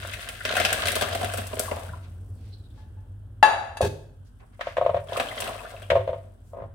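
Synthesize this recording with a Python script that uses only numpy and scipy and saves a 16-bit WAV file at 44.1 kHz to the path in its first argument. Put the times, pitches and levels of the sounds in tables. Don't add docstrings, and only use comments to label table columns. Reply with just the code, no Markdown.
import sys
import numpy as np
from scipy import signal
from scipy.fft import rfft, irfft
from scipy.io import wavfile
from scipy.ndimage import uniform_filter1d

SR = 44100
rng = np.random.default_rng(int(sys.argv[2]) if len(sys.argv) > 2 else 0)


def store_wav(level_fs):
    pcm = np.round(np.clip(np.atleast_2d(level_fs), -1, 1) * 32767)
    wavfile.write(sys.argv[1], SR, pcm.T.astype(np.int16))


N = 297234
TIME = np.arange(N) / SR
SIDE = np.array([[1], [-1]])
DRUM_LOW_HZ = 267

# f/Hz, level/dB
SPLASH_EQ = [(530, -40.5), (900, -19), (1050, -23), (1180, -11.5), (1630, 0), (1770, -4.5), (2180, -8.5),
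             (2750, -4), (3400, -5.5), (5600, -19.5), (7000, -21), (9100, -54), (15400, -120)]
DRUM_EQ = [(76, -42), (130, 2.5), (215, -8), (295, -9), (328, -21), (421, -9), (506, -2.5), (562, -0.5),
           (690, 2.5), (884, -20.5), (1300, -10), (1690, -38.5), (2860, -120)]
SPRAY_EQ = [(2940, -19.5), (5000, -5), (6930, -7), (7900, 0.5), (9010, 1.5), (11800, -7), (14200, -7),
            (16000, -11.5)]
THUD_EQ = [(110, -15.5), (170, 1), (230, -3.5), (300, -2.5), (420, -6.5), (600, -20.5), (1500, -59)]


def undb(db):
    return 10 ** (np.asarray(db) / 20)


def unit(x):
    return x / np.sqrt(np.mean(x ** 2))


def fade(t60, t):
    return np.exp(-np.log(1000) * t / max(t60, 1e-4))


def add(out, s, x):
    i = max(int(s * SR), 0)
    out[:, i:i + x.shape[1]] += x[:, :N - i]


def through(x, response):
    return signal.fftconvolve(np.atleast_2d(x), np.atleast_2d(response), axes=1)[:, :x.shape[-1]]


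def highpass(x, hz, order=2):
    return signal.sosfilt(signal.butter(order, hz, "high", fs=SR, output="sos"), x)


def lowpass(x, hz, order=2):
    return signal.sosfilt(signal.butter(order, hz, fs=SR, output="sos"), x)


def colour(x, points, size=4096):
    hz, db = np.transpose(points)
    bin_hz = np.arange(size // 2 + 1) * SR / size
    gain = undb(np.interp(np.log(bin_hz + 1), np.log(hz), db))
    cepstrum = irfft(np.log(gain))
    cepstrum[1:size // 2] *= 2
    cepstrum[size // 2 + 1:] = 0
    response = irfft(np.exp(rfft(cepstrum)))
    return through(x, response / np.linalg.norm(response))


def sides(left_db):
    return undb(SIDE * left_db / 2)


def walk(rate):
    k = int(SR / rate)
    steps = np.repeat(rng.standard_normal(N // k + 1), k)
    return unit(uniform_filter1d(uniform_filter1d(steps, k), k)[:N])


def ring(modes, apart_hz, tilt_db=0, length=1, size=36000, waver=None, balance=None):
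    t, out = TIME[:size], 0
    for hz, db, t60 in modes:
        skew = min(hz / apart_hz, 1) * np.pi / 4 * rng.choice([-1, 1]) * SIDE
        clock = t
        if waver is not None:
            depth, rate = waver
            wander = np.interp(t * rate, np.arange(100), rng.standard_normal(100))
            clock = t + depth * np.cumsum(wander) / SR
        place = 1 if balance is None else sides(np.interp(hz, *np.transpose(balance)))
        envelope = undb(db + tilt_db * np.log2(hz / 1e3)) * fade(t60 * length, t)
        out = out + place * envelope * np.sin(2 * np.pi * hz * clock + skew)
    return out


def burst(t60, like, size=24000):
    mid, side = rng.standard_normal((2, size))
    return (mid + (1 - like) * side * SIDE) * fade(t60, TIME[:size])


def drops(rate, spread_db, scatter):
    chance, size = rng.random(N), rng.exponential(size=N)
    sign, place = rng.choice([-1, 1], N), rng.standard_normal(N)
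    hits = (chance < rate / SR) * sign * undb(spread_db * np.minimum(size, 4))
    local_rms = np.sqrt(np.maximum(uniform_filter1d(hits ** 2, SR // 8), 1e-3))
    return hits / local_rms * (1 + scatter * place * SIDE)


def kitchen(hum_hz=48.3, drone_hz=95.1):
    # f/Hz, level/dB
    room_eq = [(15, -40), (25, -12), (92, -2.5), (111, -2), (175, -21), (229, -13.5), (373, -28),
               (531, -30), (1130, -38.5), (1560, -34), (2220, -53.5), (3160, -43), (5430, -65.5),
               (9840, -52.5), (16000, -63.5)]
    # t/s, level/dB
    drone_fader = [
        [(0.0, -43), (0.33, -51.5), (0.83, -42), (1.68, -45), (2.42, -42), (2.52, -45), (3.4, -48.5)],
        [(4.05, -51), (4.52, -58), (4.69, -57), (4.99, -55), (5.35, -53.5), (6.02, -47.5), (6.74, -50)],
    ]
    rumble_eq = [(30, -37), (65, -6.5), (100, 2), (130, -18.5), (300, -25.5), (900, -41.5),
                 (3000, -65.5)]
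    mid, side = rng.standard_normal((2, N))
    width = highpass(colour(side, room_eq), hz=330, order=1) * SIDE
    air = undb(-51.7 + .8 * walk(6.5)) * (colour(mid, room_eq) + width)
    wavering_hz = drone_hz + 4 * walk(4) + 2.45 * walk(15)
    drone = np.sin(2 * np.pi * np.cumsum(wavering_hz) / SR) * undb(5.5 + 2.5 * walk(14))
    rumble = undb(1) * colour(rng.standard_normal(N), rumble_eq)
    hum = undb(-48) * np.sin(2 * np.pi * hum_hz * TIME)
    fader = undb(np.interp(TIME, *np.concatenate(drone_fader).T))
    return air + hum + fader * (drone + rumble)


def flows():
    # start/s, rise/s, end/s,
    # level/dB, sag/(dB/s), release/(dB/s), drum/dB and spray/dB relative to the splash
    gushes = [(-0.03, 0.027, 0.51, -43, 11, 152.5, -7, -10),
              (.44, 0.064, 1.37, -31.5, 16, 54.5, -1.5, -14.5),
              (1.51, 0.021, 1.794, -52.5, 3.5, 74.5, 7.5, -5),
              (5.058, 0.082, 5.464, -43, 8, 37.5, 8.5, -9.5)]
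    splash = drum = spray = 0
    for start, rise, end, db, sag, release, drum_db, spray_db in gushes:
        swell = np.clip((TIME - start) / rise, 0, 1)
        poured_s = np.clip(TIME - start, 0, end - start)
        flow = swell * undb(db - sag * poured_s - release * np.maximum(TIME - end, 0))
        splash = splash + flow
        drum = drum + flow * undb(drum_db + 4 * poured_s)
        spray = spray + flow * undb(spray_db + 9.5 * poured_s)
    return splash, drum, spray


def bubbles(low_hz, high_hz, cycles, glide, spread_db, count=2200, size=1200):
    out, t = np.zeros((2, N)), TIME[:size]
    for when, pitch, strength, place, lag in rng.random((count, 5)):
        hz = low_hz * (high_hz / low_hz) ** pitch
        age = t * hz / cycles
        phase = 2 * np.pi * hz * t * (1 + glide * np.minimum(age, 2))
        wave = np.sin(phase + (2 * lag - 1) * SIDE) * fade(0.52, age)
        gain = undb(-spread_db * np.log(strength + 0.029))
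        add(out, when * N / SR, wave * gain * sides(10 * (place - .5)))
    return unit(out)


def water(splash, drum, spray):
    # fullest t/s, level/dB, rise/(dB/s), fall/(dB/s)
    crackle_swells = [(2.349, -72, 7.5, 15), (5.3, -59.5, 18.5, 15)]
    surge = undb(walk(30) - 1.5)
    splash, drum, spray = splash * surge, drum * surge, spray * surge
    patter = undb(-1.5) * colour(drops(rate=420, spread_db=2.5, scatter=1), SPLASH_EQ)
    fizz = undb(-4.5) * bubbles(1210, 3905, cycles=34, glide=0.064, spread_db=7.5)
    gurgle = undb(-4.5) * bubbles(474.5, 1270, cycles=13, glide=0.1, spread_db=3, count=700, size=2400)
    drumming = colour(drops(rate=530, spread_db=5, scatter=0.12), DRUM_EQ)
    drumming = undb(-1) * highpass(drumming, DRUM_LOW_HZ)
    thuds = undb(-15.5) * colour(drops(rate=73, spread_db=3.5, scatter=0.15), THUD_EQ)
    mist = undb(-1) * colour(drops(rate=280, spread_db=3, scatter=1), SPRAY_EQ)
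    swell = sum(undb(db - np.maximum(rise * (s - TIME), fall * (TIME - s)))
                for s, db, rise, fall in crackle_swells)
    crackle = swell * undb(-4) * colour(drops(rate=640, spread_db=3.5, scatter=1), SPRAY_EQ)
    return splash * (patter + fizz + thuds) + drum * (gurgle + drumming) + spray * mist + crackle


def contacts(rebound_db=-3.5, rattle_gap_s=.016):
    # t/s, level/dB, relative click/dB, tilt/(dB/octave), rebounds, rebound gap/s
    hits = [(0.048, -25.5, -11, -1, 0, 0), (1.713, -28, -22, 6, 0, 0), (1.766, -23.5, -17, 1.5, 0, 0.0014),
            (3.807, -2.5, -35.5, -3.5, 0, 0), (3.828, -19, -13, -1, 1, 0.02),
            (4.593, -25.5, -16, 3, 0, 0.0018), (4.61, -20.5, 0.5, -11, 0, 0), (4.670, -12, -15, 4, 0, 0),
            (4.7683, -11, -10.5, 8, 1, .008), (4.782, -5, -24, 0, 0, 0), (4.812, -4.5, -25, 4, 1, 0.0096),
            (4.849, -11, -22, -5.5, 0, 0), (4.862, -1.5, -24, 4, 0, 0.0022),
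            (4.893, -5.5, -25, 1, 1, 0.0047), (4.944, -4.5, -23, -3, 0, 0), (4.966, -10, -19, -2, 1, .0055),
            (5.121, -15.5, -17, -10, 0, 0.0046), (5.173, -12, -11, -7, 0, 0), (5.198, -10, -6, 4, 0, 0),
            (5.743, -28, -39, -11, 0, 0), (5.902, -6, -3.5, -2.5, 0, 0.0032),
            (5.917, -3.5, -33, -7, 1, .014), (5.954, -2.5, -22, -1.5, 0, 0),
            (5.963, -3.5, -25.5, -4, 1, 0.0074), (6.076, -11, -21.5, -5, 0, 0.0041),
            (6.091, -11.5, -24, -7, 1, .008), (6.130, -16.5, -21, 1.5, 1, 0.012),
            (6.533, -25, -30.5, 2.5, 1, 0.012), (6.569, -23.5, -31, 1, 1, 0.016), (6.6, -25, -27, -6, 0, 0),
            (6.62, -23.5, -26, 3.5, 1, 0.018)]
    # start/s, end/s, level/dB
    rattles = [(4.771, 5.02, -24.5), (5.911, 6.02, -21.5), (6.073, 6.19, -32.5)]
    blows = [(s + k * gap, db + k * rebound_db, click_db, tilt_db)
             for s, db, click_db, tilt_db, rebounds, gap in hits for k in range(rebounds + 1)]
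    for start, end, db in rattles:
        gaps, sizes = rng.random((40, 2)).T
        times = start + np.cumsum(rattle_gap_s * (.5 + gaps))
        blows += [(s, db + 3 * (2 * size - 1), -14.5, -1) for s, size in zip(times, sizes) if s < end]
    return blows


def knocks():
    # f/Hz, level/dB, t60/s, polarity
    bowl_modes = [(390.4, -30, 0.24, 1), (524, -9.5, 0.075, 1), (562.7, -1.5, 0.042, 1),
                  (640, -10, 0.042, -1), (684, -6, 0.06, -1), (676, -24.5, 0.22, -1), (941, -16.5, 0.06, 1),
                  (1078, -17.5, 0.059, -1), (1252, -21.5, 0.043, 1)]
    # t/s, pitch ratio, decay ratio
    bowl_load = [(4.9, 1.005, 1.06), (5.9, .985, 1.61)]
    # f/Hz, level/dB, t60/s
    basin_modes = [(86, 2, 0.23), (103.8, -1.5, 0.38), (145, -19, 0.77), (161.6, -2, 0.11)]
    # f/Hz, level/dB
    click_eq = [(300, -15), (1000, 3.5), (1700, 3), (2600, -2), (3500, -4.5), (5000, -22), (9000, -27.5),
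                (16000, -38)]
    # t/s, level/dB
    landings = [(1.888, -28.5), (3.822, -15), (5.905, -21.5), (6.09, -30.5), (6.611, -29.5)]
    out, t = np.zeros((2, N)), TIME[:18000]
    basin = ring(basin_modes, apart_hz=2010, size=len(t)) * (1 - fade(0.088, t))
    push = (1 - fade(0.0046, t)) ** 2
    times, pitches, lengths = np.transpose(bowl_load)
    for s, db, click_db, tilt_db in contacts():
        pitch = np.interp(s, times, pitches) + .012 * rng.standard_normal()
        length = np.interp(s, times, lengths)
        bowl = 0
        for hz, mode_db, t60, polarity in bowl_modes:
            mode = (hz * pitch, mode_db + tilt_db * np.log2(hz / 600), t60)
            bowl = bowl + polarity * ring([mode], apart_hz=3000, length=length, size=len(t))
        bowl = highpass(push * bowl, hz=330)
        add(out, s - .0007, undb(db - 5.5) * bowl * sides(1))
        add(out, s, undb(db - 29 + 4 * rng.standard_normal()) * basin)
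        click = colour(burst(t60=0.093, like=0.043, size=8000), click_eq)
        add(out, s, undb(db + click_db - 9.5) * click * sides(1))
    for s, db in landings:
        add(out, s, undb(db) * basin)
    return out


def slaps():
    # t/s, level/dB, relative spray/dB, relative thump/dB
    pieces = [(0.1359, -19, -13.5, -23), (0.2878, -22, -10, -10.5), (0.4518, -11, -21, -7.5),
              (0.5668, -13.5, -7, -2), (0.6, -11.5, -13, -3), (0.65, -5, -15, -12),
              (0.728, -9.5, -10.5, -13.5), (0.856, -13.5, -9.5, -7.5), (0.8708, -11.5, -10, -11.5),
              (0.8829, -10.5, -10.5, -7), (0.918, -22, -2, -10), (0.954, -14.5, -3.5, -4),
              (0.963, -17, -9, 0), (1.011, -15.5, -6, -6), (1.0218, -11.5, -14, -0.5), (1.128, -20, -14, 0),
              (1.1493, -20, -4.5, 4.5), (1.212, -25.5, -4.5, 9), (1.23, -22, -8, 6),
              (1.245, -20.5, -8.5, -2), (1.337, -22, -1, 3), (1.357, -35, -1, 4), (1.374, -24, -1.5, -2),
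              (1.383, -25, -5.5, 5.5), (1.469, -35.5, 5, -1), (1.53, -30.5, -16.5, 11.5),
              (1.5943, -20, -0.5, 2), (1.713, -25, -16.5, 6.5), (5.132, -22, -21, -1),
              (5.1696, -18, -9.5, -5), (5.199, -11.5, -15, -2.5), (5.3766, -22.5, -31, -8),
              (5.403, -21.5, 3.5, -3.5), (5.421, -18.5, -17.5, -2), (5.441, -20, -11, -3),
              (5.285, -28, -24, -5), (5.475, -20, -14, -17), (5.551, -35, -21, 2), (5.705, -32, -8, -8),
              (5.82, -31.5, -8, -3)]
    out = np.zeros((2, N))
    for s, db, spray_db, thump_db in pieces:
        own_eq = [(hz, band_db + 4.5 * rng.uniform(-1, 1)) for hz, band_db in SPLASH_EQ]
        tail = undb(-15.5) * burst(t60=0.067, like=0.21)
        snap = undb(-6.5) * burst(t60=0.0064, like=0.32)
        smack = colour(snap + tail, own_eq)
        pitch = np.exp(0.05 * rng.standard_normal())
        thump = colour(burst(t60=0.061, like=0.28), np.array(DRUM_EQ) * [pitch, 1])
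        thud = undb(-15.5) * colour(burst(t60=0.13, like=0.38), THUD_EQ)
        body = undb(thump_db - 9) * (highpass(thump, DRUM_LOW_HZ) + thud)
        mist = burst(t60=0.046, like=0.14)
        droplets = mist * rng.exponential(size=mist.shape[1]) ** 1.607
        spit = undb(spray_db - 17.5) * colour(droplets, SPRAY_EQ)
        add(out, s, undb(db) * (smack + body + spit))
    return out


def plops(flow, per_s=42, full_flow_db=-44, low_hz=951, high_hz=3763, count=220):
    # t/s, level/dB, f/Hz
    large = [(0.556, -20.5, 733), (0.568, -12.5, 1590), (0.5816, -17.5, 1520), (1.02, -15, 724),
             (1.719, -17, 535), (5.0862, -34, 3230), (5.111, -35, 1730), (5.161, -17.5, 1220),
             (5.2857, -25, 3180), (5.313, -25, 1990), (5.3778, -28.5, 1895), (5.38, -25.5, 3225),
             (5.467, -25.5, 1250), (5.4902, -24.5, 1210), (5.551, -32, 1190), (5.591, -32.5, 2580),
             (5.765, -34.5, 2660), (5.829, -32.5, 3210)]
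    out, t = np.zeros((2, N)), TIME[:3000]
    running = np.minimum(flow / undb(full_flow_db), 1)
    starts = np.flatnonzero(rng.random(N) < per_s * running / SR)
    small = []
    for i, (strength, pitch) in zip(starts, rng.random((count, 2))):
        db = -38.5 + 10 * np.log10(running[i]) + 4 * (2 * strength - 1)
        small.append((TIME[i], db, low_hz * (high_hz / low_hz) ** pitch))
    places, chirps = rng.uniform(-1, 1, count), rng.uniform(-1.5, 3.2, count)
    for (s, db, hz), place, chirp in zip(large + small, places, chirps):
        twin = (.005 * rng.uniform(0.46, 2), -8, np.exp(0.19 * rng.uniform(-1, 1)))
        for delay, weaker_db, ratio in [(0, 0, 1), twin]:
            envelope = fade(rng.uniform(0.014, 0.035), t) * (1 - fade(0.002, t))
            wave = np.sin(2 * np.pi * hz * ratio * (t + chirp * t ** 2))
            add(out, s + delay, undb(db + weaker_db - 1) * envelope * wave * sides(4 * place))
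    return out


def squelches(roughness=.16, glide_per_s=4, attack_s=0.02, size=8000):
    # t/s, level/dB, f/Hz, t60/s
    hollows = [(0.272, -32.5, 1650, 0.051), (0.405, -30.5, 1640, 0.049), (0.572, -22, 1740, .07),
               (1.031, -28.5, 1295, 0.075), (1.075, -30.5, 670, .08), (1.148, -31, 690, 0.061),
               (1.278, -30, 670, 0.042), (1.571, -29, 524, 0.038), (1.628, -33, 650, .06),
               (1.835, -39.5, 543, .07), (1.653, -34.5, 1574, 0.073), (1.679, -33, 1020, 0.084),
               (1.712, -31.5, 860, 0.084), (1.768, -40, 1143, .07), (1.803, -44, 1010, 0.065),
               (1.887, -40, 1490, 0.057), (1.933, -35.5, 1197, 0.044), (5.463, -34.5, 1590, 0.089),
               (5.604, -33.5, 1086, 0.052), (5.652, -36.5, 1450, 0.057)]
    out, t = np.zeros((2, N)), TIME[:size]
    for s, db, hz, t60 in hollows:
        grain = lowpass(rng.standard_normal((3, 2 * size)), roughness * hz, order=3)[:, size:]
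        phase = 2 * np.pi * hz * t * (1 + glide_per_s * rng.uniform(-1, 1) * t / 2)
        wave = unit(unit(grain[0]) * np.sin(phase) + 0.57 * unit(grain[1:]) * np.cos(phase))
        add(out, s, undb(db + 2) * wave * fade(t60, t) * (1 - fade(attack_s, t)))
    return out


def rubs():
    # centre t/s, half length/s, level/dB, f/Hz
    strokes = [(2.044, 0.019, -59, 2490), (2.462, 0.08, -67.5, 3000), (2.793, 0.052, -67.5, 3270),
               (4.27, 0.02, -67.5, 5000), (4.405, 0.0076, -57, 1590), (4.427, 0.02, -52.5, 670),
               (4.543, 0.018, -61.5, 1580), (4.613, 0.0066, -34, 1480), (4.679, 0.054, -42.5, 1530),
               (4.687, 0.083, -67, 9500), (6.488, .05, -68, 8500), (6.604, .055, -43.5, 480)]
    out = np.zeros((2, N))
    for s, half, db, hz in strokes:
        t = TIME[:int(6 * half * SR)] - 3 * half
        grain = rng.standard_normal((2, SR * 2))[:, :len(t)]
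        stroke_eq = [(hz / 4, -22), (hz, -10), (hz * 1.8, -17), (hz * 4, -32), (hz * 16, -75)]
        add(out, s - 3 * half, undb(db) * colour(grain, stroke_eq) * np.exp(-(t / half) ** 2))
    return out


def sizzle(start_hz=4500, end_hz=3400, centre_s=2.623, half_s=0.16):
    hz = np.interp(TIME, [centre_s - half_s, centre_s + half_s], [start_hz, end_hz])
    hz *= 1 + .02 * walk(35)
    flutter = colour(rng.standard_normal((2, N)), [(120, -4), (400, -11.5), (1500, -19.5), (3000, -51)])
    sputter = undb(-65 + 5.5 * walk(45.1))
    swell = np.exp(-((TIME - centre_s) / half_s) ** 2)
    return swell * sputter * flutter * np.sin(2 * np.pi * np.cumsum(hz) / SR)


def pan(flare_hz=862, flare_s=.04, settles_s=3.85):
    # t/s, level/dB, tilt/(dB/octave), decay ratio, pitch ratio
    hits = [(2.775, -48.5, -1.5, 2, 1), (2.97, -53.5, -1.5, 2, 1), (3.428, 2, 2, 1.3, 1),
            (3.77, -22.5, 8.5, 0.28, 1), (3.814, -17, 10.5, 0.18, 0.97), (3.824, -18, 7, 0.73, 0.95),
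            (3.848, -18, 8.5, 0.23, 0.95), (3.863, -17.5, 7, 0.47, 0.98)]
    # f/Hz, level/dB, t60/s
    pan_modes = [(546, -22, 0.53), (677, -26, 1), (748, -17.5, 0.43), (812, -23, 0.55), (862, -14.5, 0.49),
                 (920, -21, 0.6), (1112, -14, 0.19), (1260, -22.5, 0.35), (1373, -21.5, 0.3),
                 (1580, -26.5, 0.35), (1704, -12.5, 0.33), (1780, -20.5, 0.13), (2000, -30.5, 0.17),
                 (2300, -31.5, 0.28), (2682, -17, 0.29), (2850, -31.5, .25), (3120, -32, 0.25),
                 (3490, -24, 0.2), (3880, -26.5, 0.31), (4645, -28.5, 0.21), (5510, -40, 0.18),
                 (6013, -40.5, .2), (6570, -37, 0.22), (7100, -38.5, 0.22), (8480, -39, 0.19),
                 (9370, -43.5, 0.18), (9775, -41, 0.23), (11290, -46, 0.21), (13090, -52.5, 0.21)]
    # f/Hz, left minus right/dB
    balance = [(600, -1.5), (860, 2), (1100, 8), (1700, 7), (2700, 3), (4600, -2), (9000, 3.5)]
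    # f/Hz, level/dB
    clang_eq = [(180, -69), (300, -34.5), (560, -13), (762, -10.5), (870, -2), (1010, -25.5), (1100, -23.5),
                (1750, -12.5), (2480, -42), (2740, -18.5), (2880, -26), (4700, -31), (7820, -46),
                (10000, -40), (16000, -55)]
    sink_eq = [(300, -25.5), (520, -5), (830, 9), (1000, -4.5), (1700, -6), (2200, -16.5),
               (4000, -31.5), (9000, -58), (16000, -75.5)]
    rocking = (0.0023, 45)
    out, t = np.zeros((2, N)), TIME[:36000]
    for s, db, tilt_db, length, pitch in hits:
        tuned = [(hz * pitch, mode_db, t60) for hz, mode_db, t60 in pan_modes]
        tone = ring(tuned, apart_hz=2715, tilt_db=tilt_db, length=length, waver=rocking, balance=balance)
        add(out, s, undb(db - 8) * tone * (1 - fade(0.0055, t)))
        flare = np.sin(2 * np.pi * flare_hz * t) * np.exp(-(t / (flare_s * length)) ** 2)
        add(out, s, undb(db - 10) * flare * sides(8))
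        chatter = burst(t60=0.47 * length, like=0.45)
        damped = ring(tuned, apart_hz=2700, tilt_db=tilt_db + 6, length=0.076, size=4000, balance=balance)
        add(out, s, undb(db - 34) * unit(lowpass(through(chatter, damped), hz=6000)))
        sink = colour(burst(t60=0.54 * length, like=0.3), sink_eq)
        add(out, s, undb(db - 20) * sink * sides(2))
        attack = colour(burst(t60=0.013, like=0.85), clang_eq)
        add(out, s, undb(db - 10.5) * attack * sides(2.8))
    settling = fade(.2, np.maximum(TIME - settles_s, 0))
    return highpass(out, hz=254) * settling


def scrape(start=3.81, end=3.873):
    grit_eq = [(200, 5.5), (500, 15), (1100, -22), (4000, -14), (6000, -19), (9000, -22.5),
               (16000, -29.5)]
    grit = colour(drops(rate=8800, spread_db=7, scatter=0.15), grit_eq)
    gate = np.interp(TIME, [start - .004, start, end, end + 0.011], [0, 1, 1, 0])
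    return undb(-26.5) * grit * gate


def echoes(x, basin_db, room_db, size=30000):
    t = TIME[:size]
    mid, side = rng.standard_normal((2, size))
    noise = mid + highpass(side, hz=700, order=1) * SIDE
    near = noise[:, ::-1] * fade(0.038, t) * (t > .0015)
    low = lowpass(noise, hz=2500)
    far = (low * fade(0.58, t) + (noise - low) * fade(0.53, t)) * (t > .008)
    response = (undb(basin_db) * unit(near) + undb(room_db) * unit(far)) / np.sqrt(size)
    return x + through(x, response)


def scene():
    splash, drum, spray = flows()
    pour = (water(splash, drum, spray) + slaps() + squelches() + plops(splash)) * undb(.5) * sides(2.4)
    wet = echoes(pour + scrape() + rubs(), basin_db=-3, room_db=-4.5)
    plastic = echoes(knocks(), basin_db=-12, room_db=-12.5)
    metal = echoes(pan(), basin_db=-15, room_db=-11)
    return wet + plastic + metal + sizzle() + kitchen()


def record(dry, threshold_db=-12, slope=0.52, attack_s=0.033, top_hz=16000):
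    x = highpass(dry, hz=27.5)
    step = 1 / (attack_s * SR)
    power = signal.lfilter([step], [1, step - 1], np.max(x ** 2, axis=0))
    reduction_db = slope * np.maximum(10 * np.log10(power + 1e-12) - threshold_db, 0)
    ducked = x * undb(-np.maximum.accumulate(reduction_db))
    high_cut = signal.ellip(10, .2, 70, top_hz, fs=SR, output="sos")
    return signal.sosfilt(high_cut, np.clip(ducked, -1, 1))


dry = scene()
out = record(dry)
store_wav(out)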